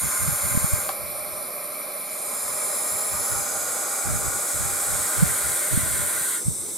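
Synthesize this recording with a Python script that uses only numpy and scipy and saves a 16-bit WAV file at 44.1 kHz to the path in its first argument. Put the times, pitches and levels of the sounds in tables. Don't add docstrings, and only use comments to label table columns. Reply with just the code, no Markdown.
import sys
import numpy as np
from scipy import signal
from scipy.fft import rfft, irfft, next_fast_len
from scipy.io import wavfile
from scipy.ndimage import uniform_filter1d

SR = 44100
rng = np.random.default_rng(int(sys.argv[2]) if len(sys.argv) > 2 else 0)


def waveform_to_disk(signal):
    frames = np.transpose(np.atleast_2d(signal))
    scaled = np.clip(frames, -1, 1) * 32767
    samples = np.round(scaled).astype(np.int16)
    wavfile.write(sys.argv[1], SR, samples)


N = 298557
TIME_S = np.arange(N) / SR
PADDED = next_fast_len(N + 4096)
PADDED_HZ = np.fft.rfftfreq(PADDED, 1 / SR)


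def amp(db):
    return 10 ** (np.asarray(db) / 20)


def unit(x):
    return x / np.sqrt(np.mean(x ** 2) + 1e-20)


def colour(x, gain):
    return irfft(rfft(x, PADDED) * gain, PADDED)[..., :N]


def read(rows):
    hz, *columns = np.transpose(rows)
    log_hz = np.log(PADDED_HZ + 1)
    return [np.interp(log_hz, np.log(hz), column) for column in columns]


def noise(spectrum, channels):
    white = rng.standard_normal((channels, N))
    return unit(colour(white, amp(read(spectrum)[0])))


def wander(hz):
    return unit(colour(rng.standard_normal(N), np.exp(-(PADDED_HZ / hz) ** 2)))


def ramp(t, length_s):
    return np.sin(np.pi / 2 * np.clip(t / length_s, 0, 1))


def envelope(t, length_s, attack_s, release_s, growth_db_per_s):
    hold = amp(growth_db_per_s * np.clip(t - attack_s, 0, length_s))
    return ramp(t, attack_s) * hold * ramp(length_s - t, release_s)


# hz, relative_db (per Hz)
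OUTDOORS = [(20, -10), (80, -12.5), (200, 4), (350, 2.5), (900, -12), (3000, -33), (15000, -35)]


def outdoors(level_db):
    common, left, right = noise(OUTDOORS, channels=3)
    return amp(level_db) * (common + 0.49 * np.array([left, right]))


RUB_ATTACK_S, RUB_RELEASE_S, RUB_EASE_DB_PER_S = 0.037, 0.06, -22
SETTLE_DB, SETTLE_S = -17, .11


def rub(start_s, length_s, relative_db):
    t = TIME_S - start_s
    tremble = amp(SETTLE_DB) * ramp(t, length_s) * np.exp(-np.maximum(t - length_s, 0) / SETTLE_S)
    shift = envelope(t, length_s, RUB_ATTACK_S, RUB_RELEASE_S, RUB_EASE_DB_PER_S)
    return amp(relative_db) * (shift + tremble)


# start_s, length_s, relative_db
RUBS = [(.01, 0.089, -25), (0.18, 0.18, -27), (0.402, 0.32, -31.5), (.71, 0.093, -26), (0.98, 0.46, -39),
        (2.417, 0.27, -46.5), (2.907, 0.095, -43), (3.1, 0.14, -33.5), (3.298, 0.15, -34),
        (3.504, 0.24, -47), (4.038, 0.35, -28.5), (4.529, 0.28, -30), (4.854, .21, -35), (5.153, 0.18, -25),
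        (5.425, 0.17, -37), (5.7, 0.4, -27.5), (6.17, .11, -47), (6.443, 0.1, -26.5), (6.56, 0.28, -48)]
# hz, relative_db (per Hz)
RUMBLE = [(20, -19), (45, -6), (80, 2.5), (120, 0), (180, -5), (250, -12), (400, -25), (900, -65)]
# crest_s, relative_db, pitch_hz, length_s
BUMPS = [(.287, -21, 150, 0.0099), (0.518, -25, 120, 0.0075), (.552, -16, 151, 0.0021),
         (0.576, -10, 143, 0.0021), (0.646, -14.5, 147, 0.003), (0.738, -13, 102, 0.0046),
         (3.137, -38, 110, 0.0082), (3.328, -32, 118, .014), (4.128, -28.5, 126, 0.013),
         (5.192, -20, 105, 0.0065), (5.231, -8, 159, 0.0065), (5.748, -20, 114, 0.0096),
         (5.777, -10.5, 161, 0.0026), (6.485, -13, 135, 0.0046)]
SLIP_DB, SLIP_HZ = 2.5, 22


def handling(rumble_db, bumps_db, common_db):
    grip = amp(rumble_db + SLIP_DB * wander(SLIP_HZ)) * sum(rub(*row) for row in RUBS)
    side, mid = grip * noise(RUMBLE, channels=2)
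    bumps = np.zeros(N, complex)
    for crest_s, relative_db, pitch_hz, length_s in BUMPS:
        t = TIME_S - crest_s
        swell = np.exp(2 * (1 - np.hypot(t / length_s, 1)))
        tone = np.exp(2j * np.pi * (pitch_hz * t + rng.random()))
        bumps += amp(relative_db + bumps_db) * swell * tone
    mid = amp(common_db) * (mid + bumps.imag)
    side = side + bumps.real
    return np.array([mid + side, mid - side])


# hz, side_echoes_db, left_minus_right_db, left_phase_lead_rad
MICS = [(149, -21, -2, 0.22), (700, -13, -2.5, 0.033), (1300, -5.5, 0.5, 0.27), (1800, -2.5, 3, 0.95),
        (2090, -16, 2.5, -0.37), (2450, -27, -1, 0.053), (3000, -25, 0, 0.13), (3880, -15.5, -0.1, 0.63),
        (4700, -8, 0.5, -0.087), (6200, -8, -3, -0.048), (7440, -4, 1.5, 0.34), (8300, -9.5, 0, 0.16),
        (9200, -3.5, -1.5, 0.64), (10600, -10.5, -0.5, -0.16), (12700, -9, -3.5, -.2), (15000, -6, -2, .25)]
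BLIND_T60_S = .13


def blind(x, wet):
    t = np.arange(SR // 4) / SR
    echoes_per_s, first_echo_s = 3000, .0015
    heard = (rng.random((2, len(t))) < echoes_per_s / SR) & (t > first_echo_s)
    echoes = rng.standard_normal((2, len(t))) * heard * amp(-60 * t / BLIND_T60_S)
    echoes /= np.linalg.norm(echoes, axis=1, keepdims=True)
    front, sides = signal.fftconvolve(x[None], echoes, axes=1)[:, :N]
    side_echoes_db, _, _ = read(MICS)
    mid = (x + wet * front) / np.hypot(1, wet)
    side = colour(sides, amp(side_echoes_db))
    return np.array([mid + side, mid - side])


# pitch_hz, relative_db, t60_s
BOARD = [(576, -11, 0.069), (784, -0.5, 0.048), (1147, 6, 0.02), (1520, -14, 0.026), (4000, -1, 0.013)]


def knock(start_s, level_db, crack_db):
    t = np.maximum(TIME_S - start_s, 0)
    ring = sum(amp(db - 60 * t / t60_s) * np.sin(2 * np.pi * hz * t) for hz, db, t60_s in BOARD)
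    crack = amp(crack_db) * rng.standard_normal(N) * np.exp(-t / 0.00096) * (t > 0)
    band = signal.butter(2, [480, 4600], "band", fs=SR)
    tap = signal.lfilter(*band, ring + crack)
    return blind(-amp(level_db) * tap, wet=0.71)


# centre_hz, width_hz, gain_db
WALLS = [(480, 17, 1.5), (804, 19, 8.5), (820, 110, -1), (1022, 21, 5.5), (1436, 17, 4.5), (1563, 37, 2.5),
         (2860, 160, -2)]


def standing_waves(x):
    gain_db = sum(db * np.exp(-2 * ((PADDED_HZ - centre_hz) / width_hz) ** 2)
                  for centre_hz, width_hz, db in WALLS)
    return colour(x, amp(gain_db))


SLACK = 0.016


def hiss(start_s, length_s, attack_s, release_s, level_db, growth_db_per_s,
         tension, tightening_per_s, wet, throat, flutter_db=0.71):
    frame, hop = 1024, 256
    hz = np.fft.rfftfreq(frame, 1 / SR)
    t = np.arange(N // hop + 5)[:, None] * hop / SR - start_s
    tension = tension + tightening_per_s * (t - length_s / 2) - SLACK * (1 - ramp(t, attack_s))
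    power = sum(amp(db) ** 2 / (1 + 1.58 * ((hz - centre_hz * tension) / width_hz) ** 2) ** 2.48
                for centre_hz, width_hz, db in throat)
    power = power * hz ** 4 / (hz ** 4 + 240 ** 4)
    a, b, eddies = rng.standard_normal((3, len(t), len(hz)))
    eddies = uniform_filter1d(eddies, size=14, axis=0)
    eddies = unit(uniform_filter1d(eddies, size=40, axis=1))
    spectra = (a + 1j * b) * np.sqrt(power) * amp(flutter_db * eddies)
    air = signal.istft(spectra.T, nperseg=frame, noverlap=frame - hop)[1][:N]
    swell = envelope(TIME_S - start_s, length_s, attack_s, release_s, growth_db_per_s)
    return blind(unit(air) * amp(level_db) * swell, wet)


# centre_hz, width_hz, relative_db
OPENING_THROAT = [(620, 210, -24), (1255, 460, -6), (2160, 360, -11), (4100, 1300, -18), (5370, 830, -17.5),
                  (6820, 650, -8), (7350, 240, -1.5), (8740, 350, -2.5), (9440, 650, -1), (10200, 800, -5),
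                  (11350, 700, -4.5), (12050, 450, -5.5), (14400, 1100, -15)]
STEADY_THROAT = [(601, 180, 1), (1190, 222, -3), (1650, 580, -16.5), (2270, 244, -4), (4200, 1200, -15.5),
                 (5520, 830, -17), (7350, 500, -14), (9300, 320, -1), (9820, 360, -1), (11140, 870, -6),
                 (11990, 590, -2), (13600, 720, -15)]
RISING_THROAT = [(620, 540, -13), (1210, 330, -7), (1880, 410, -15), (4100, 1100, -18), (5250, 390, -12.5),
                 (6900, 780, -9.5), (7480, 320, -2), (9800, 490, 0.5), (10540, 900, -3.5),
                 (11800, 1400, -17), (14300, 1000, -16.5)]
RISING_FADING_BAND = [(8160, 230, 0)]
WHISTLE_THROAT = RISING_FADING_BAND
LONG_THROAT = [(697, 400, -6.5), (1354, 373, -2), (2010, 230, -13.5), (4300, 1900, -17), (5344, 370, -10),
               (6810, 520, -4.5), (7410, 690, -4), (8070, 720, -1.5), (9270, 360, -1), (10600, 580, -4.5),
               (11470, 330, -3), (13200, 600, -13), (15500, 900, -19)]
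LAST_THROAT = [(410, 250, -7.5), (1150, 580, -17.5), (2190, 290, -19.5), (3790, 510, -17),
               (5630, 1650, -17.5), (6270, 790, -13.5), (7600, 680, -8.5), (8270, 860, -2),
               (8670, 410, -1.5), (9920, 510, -6.5), (10700, 880, -7.5), (12240, 1000, -14),
               (14600, 900, -19)]
FIERCE_THROAT = [(610, 150, -17.5), (1475, 580, -5), (2010, 370, -8.5), (3810, 1200, -12.5),
                 (4630, 730, -23.5), (6900, 610, -7.5), (7900, 810, -4.5), (8970, 710, 1), (9660, 970, -4),
                 (11300, 740, -5.5), (12000, 450, -5.5), (14700, 1100, -16)]
# start_s, length_s, attack_s, release_s, relative_db, growth_db_per_s,
# tension (factor on resonances), tightening_per_s, wet (echo share), throat
HISSES = [(-.1, 1.067, 0.092, 0.28, -24.5, -1.8, .995, 0.014, 0.75, OPENING_THROAT),
          (-.5, 6.8, 1.47, 0.17, -31.5, -0.61, 1.003, -0.000071, 0.55, STEADY_THROAT),
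          (1.982, 1.494, 0.93, 0.17, -27, -0.5, 0.996, 0.026, 0.58, RISING_THROAT),
          (2.098, 1.16, 0.13, 0.28, -36.5, -3.5, 1.04, -.005, .28, WHISTLE_THROAT),
          (3, 2.86, 0.62, 0.75, -28.5, -1.07, 0.986, 0.024, 0.7, LONG_THROAT),
          (3.15, 3.95, 2, .1, -30.5, 0, 0.989, 0.0031, .65, LAST_THROAT),
          (4.246, 2.16, 1.63, 0.057, -26.5, -1, 1.004, -0.0071, 0.75, FIERCE_THROAT)]


def owls():
    return standing_waves(sum(hiss(*row) for row in HISSES))


def scene():
    background = outdoors(level_db=-51.5)
    camera = handling(rumble_db=-4.0, bumps_db=2, common_db=-8.5)
    wood = knock(.8905, level_db=-21.0, crack_db=10.5)
    return background + camera + wood + amp(-0.5) * owls()


EDGE_HZ = 15850


def record(dry):
    _, left_minus_right_db, left_lead_rad = read(MICS)
    left = amp(left_minus_right_db / 2) * np.exp(.5j * left_lead_rad)
    pair = colour(dry, np.array([left, 1 / left]))
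    edge = signal.firwin(511, EDGE_HZ, window=("kaiser", 9), fs=SR)
    return signal.oaconvolve(pair, edge[None], "same", axes=1)


dry = scene()
out = record(dry)
waveform_to_disk(out)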